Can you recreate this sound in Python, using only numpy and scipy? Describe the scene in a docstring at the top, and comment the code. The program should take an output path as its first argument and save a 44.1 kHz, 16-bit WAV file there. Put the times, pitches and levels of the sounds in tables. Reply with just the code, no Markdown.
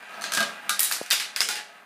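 """A small, hard room, where glass marbles run down a plastic marble run.
One whirls round the neck of a funnel and rattles through it and the column below, then knocks down
a chute, a cup, a tower and a spiral into a dish. Rolling is a stream of tiny bumps that keeps the
plastic ringing; each knock is a short crack plus the ring of the struck part, and the room answers.
Faint room tone lies underneath, and one soft bump touches the microphone."""
import sys
import numpy as np
from scipy import signal
from scipy.io import wavfile

SR = 44100
rng = np.random.default_rng(int(sys.argv[2]) if len(sys.argv) > 2 else 0)


def materialize(psi):
    """Save the field psi as 16-bit PCM at rate SR to the path in sys.argv[1].

    A 1-D psi becomes a single channel; in a 2-D psi each row is a channel.
    """
    bounded = np.clip(np.atleast_2d(psi).T, -1, 1)
    quanta = np.round(bounded * 32767).astype(np.int16)
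    wavfile.write(sys.argv[1], SR, quanta)


N = 81585


def amp(db):
    """Decibels to gain."""
    return 10 ** (np.asarray(db) / 20)


def unit(x):
    """Scales to an energy of one."""
    return x / np.sqrt(np.sum(x ** 2) + 1e-20)


def curve_at(points, hz):
    """Reads a curve on a log-frequency axis."""
    point_hz, value = np.transpose(points)
    return np.interp(np.log(hz + 1), np.log(point_hz + 1), value)


def add(mix, start_s, sound):
    """Mixes a sound in at a time."""
    span = mix[round(start_s * SR):][:len(sound)]
    span += sound[:len(span)]


def eq_pulse(*curves, size=4096):
    """A minimum-phase click coloured by the stacked EQ curves."""
    hz = abs(np.fft.fftfreq(size, 1 / SR))
    log_gain = np.log(amp(sum(curve_at(points, hz) for points in curves)))
    spectrum = np.exp(np.conj(signal.hilbert(log_gain)))
    return np.fft.ifft(spectrum).real[:size // 2]


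# Colour of the room tone. Each row: frequency in Hz, relative level in dB.
ROOM_TONE_EQ = [(25, -58), (70, -23), (160, 13.5), (300, -16), (700, -6.5), (1600, 15.5), (3500, -2),
                (8000, -20.5), (16000, -42)]
def room_tone(level_db=-64.5):
    """A faint, steady bed of coloured noise."""
    noise = signal.fftconvolve(rng.standard_normal(N), eq_pulse(ROOM_TONE_EQ))[:N]
    return amp(level_db) * np.sqrt(N) * unit(noise)


# Fader rides for the rolling in the funnel and in the dish; the end levels hold before and after.
# Each row: time in seconds, level in dB.
FUNNEL_FADER = [(0, -41.5), (.075, -52), (.11, -43.5), (.2, -41.5), (.28, -40), (.42, -35), (.5, -40),
                (.6, -45.5), (.67, -43), (.76, -44.5), (1.05, -55.5), (1.3, -52)]
DISH_FADER = [(1.25, -45), (1.4, -50.5), (1.52, -47), (1.59, -36.5), (1.65, -50), (1.72, -53), (1.79, -51),
              (1.85, -62)]
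# Colour of one tiny bump on each surface. Each row: frequency in Hz, relative level in dB.
FUNNEL_GRAIN_EQ = [(40, -44), (100, -21), (170, -3.5), (350, -9.5), (700, 1), (1100, -1.5), (2000, -4),
                   (3200, -13.5), (6000, -25), (10000, -23), (16000, -22)]
DISH_GRAIN_EQ = [(40, -24.5), (170, -9.5), (400, -5), (800, 1.5), (1100, -4), (1650, 6.5), (2500, 6.5),
                 (5000, -12), (10000, -12.5), (16000, -32.5)]
def rolling(part, grains_per_s=2500, spread_db=4, ring_db=0.5, dry_db=1):
    """Tiny bumps under a rolling marble keep the part's modes sounding."""
    fader, eq = {"funnel": (FUNNEL_FADER, FUNNEL_GRAIN_EQ), "dish": (DISH_FADER, DISH_GRAIN_EQ)}[part]
    sizes = amp(spread_db * np.minimum(rng.exponential(1, N), 4))
    signs = rng.choice([-1., 1.], N)
    hits = rng.random(N) < grains_per_s / SR
    grains = signal.fftconvolve(sizes * signs * hits, eq_pulse(eq))[:N]
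    direct = grains + amp(ring_db) * signal.fftconvolve(grains, plastic_ring(part))[:N]
    sound = amp(dry_db) * direct + signal.fftconvolve(direct, room_tail())[:N]
    level_db = np.interp(np.arange(N) / SR, *np.transpose(fader))
    return unit(sound) * np.sqrt(N) * amp(level_db)


# Resonances of each plastic part. Each row: pitch in Hz, bandwidth in Hz, relative level in dB.
FUNNEL_MODES = [(208, 31, 5.5), (670.5, 34, 5.5), (1288, 97, 11), (1605, 38, 15), (2454, 18, 6.5),
                (4306, 210, 2.5), (6140, 130, 6.5), (8870, 270, 2)]
COLUMN_MODES = [(140, 20, 9), (172, 20, 10), (218, 7, 21), (577, 10, 13), (669, 9, 15), (830, 14, 9),
                (1070, 30, 7), (1201, 10, 15), (1272, 14, 16), (1465, 20, 7), (1535, 30, 8), (1580, 20, 10),
                (1615, 7, 26), (2570, 20, 3), (2980, 25, 7), (3760, 80, 3), (4400, 200, 1), (4772, 25, 5)]
CHUTE_MODES = [(190, 20, 8), (680, 30, 3), (1211, 10, 21), (1320, 18, 13), (1405, 18, 12), (1491, 15, 14),
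               (1612, 9, 19), (2315, 40, 0), (3677, 200, 3), (6153, 90, 0), (10500, 500, -2)]
CUP_MODES = [(1860, 14, 9), (1965, 30, 3), (3882, 8, 14), (7407, 70, 1), (9274, 12, 13), (9315, 20, 8),
             (9393, 20, 8), (10227, 120, 2), (11010, 60, 1), (12000, 200, 1), (14200, 400, 5),
             (14800, 400, 4)]
TOWER_MODES = [(1613, 95, -2.5), (1977, 38, -4), (2578, 42, 0), (2870, 25, 0), (3135, 40, -3.5),
               (3640, 16, 3.5), (4520, 590, -4.5)]
SPIRAL_MODES = [(520, 40, 1), (1556, 30, 3), (1675, 30, 0), (1986, 30, 0), (2178, 30, 0), (2770, 120, -1),
                (3560, 60, -2), (4950, 260, 9)]
DISH_MODES = [(409, 14, 6), (748, 12, 5), (843, 6, 14), (1428, 20, 5), (1560, 40, 3), (1690, 16, 5),
              (1975, 20, 3), (2447, 20, 3), (2770, 40, 1), (3967, 30, 1), (4870, 200, 0)]
# How strongly each part rings. Each entry: part, trim in dB.
RING_TRIM_DB = {"funnel": -1.4, "column": -0.1, "chute": 0.7, "cup": -2.5, "tower": 0.5, "spiral": -1.3,
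                "dish": 1.3}
def plastic_ring(part, start_s=0, size=12000):
    """The decaying modes of one part; each new knock adds in step with the ring already sounding."""
    modes = {"funnel": FUNNEL_MODES, "column": COLUMN_MODES, "chute": CHUTE_MODES, "cup": CUP_MODES,
             "tower": TOWER_MODES, "spiral": SPIRAL_MODES, "dish": DISH_MODES}[part]
    t = np.arange(size) / SR
    ring = np.zeros(size)
    for hz, width_hz, db in modes:
        gain = amp(db + RING_TRIM_DB[part]) * 2 * np.pi * width_hz / SR
        decay = np.exp(-np.pi * width_hz * t)  # narrow modes hang on longest
        ring += gain * decay * np.cos(2 * np.pi * hz * (start_s + t))
    return ring


# The room's reverb. Each row: frequency in Hz, time to fall 60 dB in seconds.
REVERB_TIMES = [(150, 0.33), (500, 0.49), (1400, 0.29), (3700, 0.39), (7000, 0.33), (10000, 0.3),
                (15000, 0.18)]
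def room_tail(size=26000, build_s=0.0052):
    """Dense reflections that build up quickly, each band dying at its own speed."""
    hz, t, bands = signal.stft(rng.standard_normal(size), SR, nperseg=256)
    decay = amp(-60 * t / curve_at(REVERB_TIMES, hz)[:, None])
    tail = signal.istft(bands * decay, SR)[1][:size]
    fade_in = 1 - np.exp(-np.arange(size) / SR / build_s)
    return unit(tail * fade_in)


# Cue list of knocks. Each row: start in seconds, part struck, bass, middle, presence and treble EQ
# in dB, level of the crack over its room tail in dB.
KNOCK_CUES = [ (0.142, "funnel", -4, -9, -10, -39, -12), (0.212, "funnel", -18, -15, -8, -12, -9),
              (0.2204, "funnel", -12, -7, -1.5, -9, -7.5), (0.2401, "funnel", -1, 1, 6, -13.5, -1.5),
              (0.3206, "funnel", -7, 1, 5.5, -4, -0.5), (0.3364, "funnel", 1, 0.5, 3.5, -2, 3.5),
              (0.349, "funnel", -3, -9, 8, -1.5, 3), (0.3728, "column", 9, 8, 6.5, -3, 4),
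              (0.3838, "column", -29, 10, -4, -18, -32), (0.4045, "column", 4.5, 6, 6, -4.5, 3),
              (0.4281, "column", 1.5, 1.5, 2, -14, 5), (0.6941, "chute", 1, 9, 10.5, 4.5, 0),
              (0.7935, "cup", -5, 0.5, 6.5, 3.5, 6.5), (.8045, "cup", -8, 11.5, -1.5, 14.5, -17),
              (0.8307, "cup", -8, -3, 5.5, 9, 0), (0.8467, "cup", -11, 4, 6.5, 7, -14),
              (0.9129, "tower", -2, 15, 1.5, 9, -4.5), (.9228, "tower", -3, -5.5, 7, -1.5, 2.5),
              (0.934, "tower", -5, -20, 2.5, -2, 1), (.9640, "tower", -5.5, 3.5, -22, -8.5, 2),
              (1.0295, "tower", -28, -8, -9.5, -16, 2.5), (1.0615, "tower", -27, -6, -11.5, -17.5, 2.5),
              (1.1040, "tower", -13, 0, 3, 6, -2), (1.1096, "tower", 2, 14.5, 21.5, -3, -3.5),
              (1.1181, "tower", -6.5, 14, 8.5, 11, -5), (1.1273, "tower", -2.5, -8, -7.5, -6, 12.5),
              (1.1993, "tower", -4.5, 11.5, 7.5, -0.5, -3.5), (1.362, "spiral", -7, 11, 4, 0.5, -1.5),
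              (1.4055, "spiral", 7, 12, 13, 5, -2.5), (1.4156, "spiral", -20, 9, 5.5, -4, 2.5),
              (1.4875, "dish", 1, 9, 6.5, -0.5, 1), (1.5035, "dish", 0, -1.5, 7.5, -2.5, -6),
              (1.5560, "dish", -14, 0, 1, -8, -2.5)]
# Where bass, middle, presence and treble sit, in Hz.
KNOCK_BANDS_HZ = [500, 1400, 4500, 12000]
# Colour of glass on plastic, shared by all knocks. Each row: frequency in Hz, gain in dB.
GLASS_ON_PLASTIC_EQ = [(30, 11), (90, -27), (170, -13), (350, -8), (850, -7), (1400, -4.5), (2200, -3),
                       (3200, -3), (5200, -3), (7200, -2), (10000, -1), (13000, -5), (15200, -9)]
def knocks(mix, rise_s=0.00024, crack_s=0.002, shiver_s=0.013, shiver_db=-1, dry_ring_db=5.5):
    """Each contact cracks against the wall, shakes the track, rings the part and fills the room."""
    for start_s, part, *bands_db, crack_db in KNOCK_CUES:
        tail = room_tail()
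        t = np.arange(len(tail)) / SR
        crack_noise, shiver_noise = rng.choice([-1., 1.], (2, len(t)))
        crack = unit(crack_noise * (1 - np.exp(-t / rise_s)) * np.exp(-t / crack_s))
        shiver = unit(shiver_noise * np.exp(-t / shiver_s))  # the track shakes a little longer
        sound = amp(crack_db) * unit(crack + amp(shiver_db) * shiver) + tail
        ring = plastic_ring(part, start_s)
        add(sound, 0, amp(dry_ring_db) * ring)
        add(sound, 0, signal.fftconvolve(ring, tail))
        colour = eq_pulse(GLASS_ON_PLASTIC_EQ, list(zip(KNOCK_BANDS_HZ, bands_db)))
        add(mix, start_s, signal.fftconvolve(sound, colour))


def microphone_bump(size=1500, pitch_hz=546, decay_s=0.0014, band_hz=(150, 1300), gain_db=-15):
    """A dull, close tap on the microphone's case: little more than one swing."""
    t = np.arange(size) / SR
    swing = -np.sin(2 * np.pi * pitch_hz * t) * np.exp(-t / decay_s)
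    return amp(gain_db) * signal.lfilter(*signal.butter(2, band_hz, "bandpass", fs=SR), swing)


def scene():
    """Room tone and both rolling layers run throughout; the knocks and the bump land on top."""
    mix = room_tone() + rolling("funnel") + rolling("dish")
    knocks(mix)
    add(mix, start_s=1.0135, sound=microphone_bump())
    return mix[None]


def record(dry, low_cut_hz=150, high_cut_hz=15450):
    """The microphone's low cut thins the bass, and a steep high cut takes off the very top."""
    thinned = signal.lfilter(*signal.butter(2, low_cut_hz, "highpass", fs=SR), dry)
    high_cut = signal.firwin(255, high_cut_hz, window=("kaiser", 8), fs=SR)
    return signal.oaconvolve(thinned, high_cut[None], "same")


dry = scene()
out = record(dry)
materialize(out)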